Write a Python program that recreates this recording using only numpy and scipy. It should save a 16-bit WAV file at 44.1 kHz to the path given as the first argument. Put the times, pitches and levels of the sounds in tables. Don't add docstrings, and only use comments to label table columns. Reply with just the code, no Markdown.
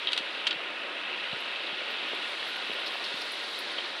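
import sys
import numpy as np
from scipy import signal
from scipy.fft import rfft, irfft
from scipy.io import wavfile

SR = 44100
rng = np.random.default_rng(int(sys.argv[2]) if len(sys.argv) > 2 else 0)


def dump(signal):
    limited = np.clip(np.atleast_2d(signal).T, -1, 1)
    pcm = np.round(limited * 32767).astype(np.int16)
    wavfile.write(sys.argv[1], SR, pcm)


N = 176400

# (time [s], level [dB], pitch [Hz])
LOW_BUMPS = [(.203, -38.5, 259), (.555, -48.5, 192), (1.328, -38.5, 170), (1.331, -30.5, 700),
             (1.366, -36, 345), (1.725, -47, 171), (1.816, -29.5, 506), (2.133, -27.5, 445),
             (2.696, -31, 350), (2.715, -35, 480), (2.955, -29, 675), (3.14, -42, 233), (3.786, -31, 654)]
# (time [s], level [dB], pitch [Hz], t60 [s], half width [share of pitch])
SURFACE_SPLASHES = [(1.401, -54, 11100, .06, .12), (1.903, -59, 13000, .1, .22),
                    (2.085, -58, 12000, .04, .22), (2.146, -51, 10600, .04, .15),
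                    (2.48, -59, 12500, .1, .22), (2.562, -52, 11000, .04, 0.17), (2.69, -68, 14000, .1, .2),
                    (2.861, -29, 4000, 0.07, 0.34), (2.878, -31, 4500, .025, .25),
                    (2.878, -50, 10000, .025, .17), (2.945, -65, 14000, .1, .2),
                    (3.039, -32.5, 4270, 0.086, 0.35), (3.216, -27, 4900, .02, 0.2),
                    (3.216, -43, 10200, 0.021, .24), (3.318, -41, 10800, 0.04, 0.11),
                    (3.586, -42, 10600, .06, .13), (3.588, -55, 13000, .11, .22),
                    (3.716, -47, 9640, .036, .08), (3.782, -29.5, 2800, 0.05, .42)]
# (time [s], level [dB], crack offset [dB], roll-off [Hz], ring tilt [dB/octave])
CONTACTS = [(.0713, -12, -23, 4000, 7), (0.074, -21, -13, 4000, 12), (0.08, -17, -15, 4000, 12),
            (.0882, -14, -10, 3600, 5), (0.1198, -20.5, 1.5, 10500, 9), (0.1312, -12.5, -3.5, 9800, 2),
            (.1646, -21, -9, 10000, 6), (0.1765, -15.5, 1.5, 11100, 21), (0.1867, -21, -9, 10000, 9),
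            (0.4682, -16.5, 3.5, 8200, 7), (0.4707, -12.5, -8, 7500, -4), (0.4734, -18.5, 3, 8550, 6),
            (.5080, -17.5, -0.5, 7000, 2), (0.5098, -19, -5, 5500, -6), (0.514, -22, -6, 4500, 6),
            (0.5183, -21.5, -4, 4500, -2), (0.528, -23, -3, 5500, -4), (2.428, -24, -2, 3480, -13),
            (3.781, -24, -4, 4900, 6), (3.785, -18, -5, 3500, -3), (3.8066, -21, -12, 3800, 5)]
# (frequency [Hz], relative level [dB], t60 [s])
PLASTIC_MODES = [(1840, -13.5, 0.039), (2610, -12, 0.02), (2690, -2.5, 0.015), (3094, -1.5, 0.026),
                 (3336, -4.5, 0.031), (3744, -3.5, 0.025), (4085, -12, 0.02), (4500, -12, 0.014),
                 (4910, -23, .014)]
# (frequency [Hz], relative level [dB])
CRACK_SPECTRUM = [(100, -48), (450, -17), (1300, -4.5), (1800, -5), (2900, 5), (4800, -1.5), (6000, -15.5),
                  (8000, -18), (10300, -17), (11800, -26), (15000, -42)]
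# (time [s], level [dB])
PING_LEVELS = [(0, -55), (.55, -43.5), (1.1, -42.5), (1.7, -49), (2.1, -46), (2.7, -46.5), (3.2, -50),
               (4.0, -59)]
# (frequency [Hz], relative level [dB])
STREAM_SPECTRUM = [(25, -36), (50, -49), (75, -37), (110, -23), (160, -14.5), (220, -6), (330, 0.5),
                   (560, 3), (800, 0.5), (1150, -1.5), (2000, 5), (2800, 5), (3800, 5.5), (4500, -3),
                   (5500, -14), (6700, -23.5), (8500, -23.5), (10700, -26), (12200, -43.5), (15500, -42)]
# (frequency [Hz], width [Hz], lift [dB])
TANK_RESONANCES = [(367, 20, 2), (576, 42, 3.5), (750, 24, 2), (955, 53, 5), (1066, 47, 5.5), (1258, 97, 6),
                   (1439, 58, 7.5), (1616, 43, 3.5), (1874, 23, 5), (2610, 125, 3.5), (2730, 110, 1.5),
                   (2940, 73, 3.5), (3270, 98, 2.5)]
# (time [s], body [dB], ring [dB], treble [dB], top [dB])
BAND_LEVELS = [(0.0, -41, -39.5, -49, -64), (0.34, -40.5, -41, -49, -64.5), (0.53, -40, -41.5, -53, -65.5),
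               (0.87, -39.5, -45, -53, -66), (1.17, -39.5, -41, -50.5, -65.5),
               (1.38, -40, -40.5, -49.5, -63.5), (1.76, -40, -40, -48.5, -65), (2.08, -39, -38.5, -48, -63),
               (2.32, -39.5, -42, -45.5, -59.5), (2.8, -39, -40.5, -46, -63), (3.19, -40, -44, -44, -58),
               (3.55, -40.5, -44.5, -44, -58.5), (3.75, -39, -44, -43.5, -60.5),
               (4.0, -40.5, -44.5, -47, -62.5)]
BAND_CENTRES = [1840, 2930, 4450, 8200]

LOW_CUT_HZ = 57


def from_db(db):
    return 10 ** (np.asarray(db) / 20)


def unit_rms(x):
    return x / np.sqrt(np.mean(x ** 2) + 1e-20)


def at_hz(points, hz):
    f, value = np.transpose(points)
    return np.interp(np.log(hz + 1), np.log(f), value)


def colour(x, gain):
    return irfft(rfft(x) * gain(np.fft.rfftfreq(len(x), 1 / SR)), len(x))


def butter(x, order, hz, kind):
    return signal.sosfilt(signal.butter(order, hz, kind, fs=SR, output="sos"), x)


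def add(out, start, sound):
    i = max(int(start * SR), 0)
    out[i:i + len(sound)] += sound[:max(N - i, 0)]


def ring(kicks, hz, t60):
    radius, angle = from_db(-60 / (t60 * SR)), 2 * np.pi * hz / SR
    return signal.lfilter([0, np.sin(angle)], [1, -2 * radius * np.cos(angle), radius ** 2], kicks + 1e-18)


def burst(gain, t60, attack_s, grain_db=0, size=8192):
    t = np.arange(size) / SR
    envelope = from_db(-60 * t / t60) * (1 - np.exp(-t / attack_s))
    noise, grain = rng.standard_normal((2, size))
    shaped = noise * from_db(grain_db * grain) * envelope
    coloured = colour(np.pad(shaped, (16, size)), gain)[:size]
    return coloured * np.linalg.norm(envelope) / np.linalg.norm(coloured)


def glass_walls(direct, level_db, t60, attack_s):
    walls = burst(np.ones_like, t60, attack_s)
    reflected = signal.fftconvolve(direct, walls / np.linalg.norm(walls))[:len(direct)]
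    return direct + from_db(level_db) * reflected


def bubble(hz, t60, rise, attack_s=0.0013):
    t = np.arange(int(t60 * SR)) / SR
    envelope = from_db(-60 * t / t60) * (1 - np.exp(-(t / attack_s) ** 2))
    return envelope * np.sin(2 * np.pi * hz * t * (1 + .5 * rise * t / t60))


def bumps(half_width_octaves=0.51):
    out = np.zeros(N)
    ratio = 2 ** half_width_octaves
    for start, db, hz in LOW_BUMPS:
        push = butter(signal.unit_impulse(4096), 2, [hz / ratio, hz * ratio], "band")
        knock = glass_walls(push / np.abs(push).max(), level_db=-5.5, t60=0.024, attack_s=0.0016)
        add(out, start, from_db(db) * knock)
    return out


def gurgles(per_s=12, low_hz=287, high_hz=976, cycles=29):
    out = np.zeros(N)
    start = 0
    for wait, pitch, strength in rng.random((120, 3)):
        start += -np.log(1 - wait) / per_s
        hz = low_hz * (high_hz / low_hz) ** pitch
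        gain = from_db(-44.25 + strength) * np.sqrt(2 * hz / high_hz)
        add(out, start, gain * bubble(hz, cycles / hz, rise=0.15))
    return out


def droplets(pitch, t60, width):
    def peak(hz):
        return 1 / (1 + ((hz / pitch - 1) / width) ** 2) ** 2
    return burst(peak, t60, attack_s=0.0021, grain_db=5, size=4088)


def splashes(spray_count=130, spray_from_s=2.2, spray_to_s=3.6, spray_hz=10200, spray_width=0.18):
    out = np.zeros(N)
    spray = rng.uniform([spray_from_s, -66, -1], [spray_to_s, -62, 1], (spray_count, 3))
    for start, db, pitch, t60, width in SURFACE_SPLASHES:
        add(out, start, from_db(db) * droplets(pitch, t60, width))
    for start, db, detune in spray:
        pitch = spray_hz * (1 + spray_width * detune)
        add(out, start, from_db(db) * droplets(pitch, t60=0.093, width=spray_width))
    return out


def plastic_clicks(tilt_pivot_hz=3200, contact_hz=5800):
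    def roll_off(hz, corner):
        return 1 / np.hypot(1, (hz / corner) ** 6)
    starts, db, crack_db, top_hz, tilt = np.transpose(CONTACTS)
    modes = np.zeros(N)
    for k, (hz, mode_db, t60) in enumerate(PLASTIC_MODES):
        kick_db = db + mode_db + tilt * np.log2(hz / tilt_pivot_hz) - 6.5
        kicks = np.zeros(N)
        kicks[(starts * SR).astype(int)] = from_db(kick_db) * roll_off(hz, top_hz)
        modes += (-1) ** k * ring(kicks, hz, t60)
    clicks = butter(modes, 4, contact_hz, "low")
    for start, level_db, corner in zip(starts, db + crack_db - 5, top_hz):
        crack = burst(lambda hz: from_db(at_hz(CRACK_SPECTRUM, hz)) * roll_off(hz, corner),
                      t60=0.016, attack_s=0.0002)
        add(clicks, start, from_db(level_db) * crack)
    in_tank = glass_walls(clicks, level_db=-7.5, t60=0.095, attack_s=0.0008)
    return butter(in_tank, 2, 2 * LOW_CUT_HZ, "high")


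def bubble_pings(per_s=220, centre_hz=2736, spread_hz=157, spread_db=2.5):
    pings = np.zeros(N)
    starts = np.flatnonzero(rng.random(N) < per_s / SR) / SR
    for start, (detune, strength) in zip(starts, rng.standard_normal((4096, 2))):
        ping = bubble(centre_hz + spread_hz * detune, t60=0.034, rise=0.024)
        add(pings, start, from_db(spread_db * min(strength, 1.5)) * ping)
    level_db = np.interp(np.arange(N) / SR, *np.transpose(PING_LEVELS))
    return from_db(level_db) * unit_rms(pings)


def fizz(per_s=6500, cycles=45, spread_db=0.9):
    out = np.zeros(N)
    pitches = np.geomspace(120, 16000, 72)
    shares = np.sqrt(pitches) / np.sqrt(pitches).sum()
    for hz, share in zip(pitches, shares):
        births = np.flatnonzero(rng.random(N) < per_s * share / SR)
        strength, polarity = rng.random((4096, 2))[:len(births)].T
        kick_db = spread_db * np.minimum(-np.log(1 - strength), 5)
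        kicks = np.zeros(N)
        kicks[births] = np.sign(polarity - .5) * from_db(kick_db)
        ringing = np.diff(ring(kicks, hz, cycles / hz), prepend=0)
        out += np.sqrt(hz) * unit_rms(ringing)
    return unit_rms(out)


def stream(level_db=-35.5, wash_db=2.5):
    def tank(hz):
        lift_db = sum(db / (1 + (2 * (hz - f) / width) ** 2) for f, width, db in TANK_RESONANCES)
        return from_db(at_hz(STREAM_SPECTRUM, hz) + lift_db)
    water = fizz() + from_db(wash_db) * rng.standard_normal(N)
    in_tank = from_db(level_db) * unit_rms(colour(water, tank))
    times, *band_levels = np.transpose(BAND_LEVELS)
    out = np.zeros(N)
    for levels, weights in zip(band_levels, np.eye(len(band_levels))):
        band_shape = list(zip(BAND_CENTRES, weights))
        band = colour(in_tank, lambda hz: at_hz(band_shape, hz))
        db = np.interp(np.arange(N) / SR, times, levels)
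        out += from_db(db - db.mean()) * band
    return out


def scene():
    trickle = stream() + bubble_pings()
    clicks = plastic_clicks()
    low_sounds = butter(bumps() + gurgles(), 4, [LOW_CUT_HZ, 1500], "band")
    return (trickle + clicks + low_sounds + splashes())[None]


def record(dry):
    return signal.sosfilt(signal.ellip(12, .1, 80, 15800, fs=SR, output="sos"), dry)


dry = scene()
out = record(dry)
dump(out)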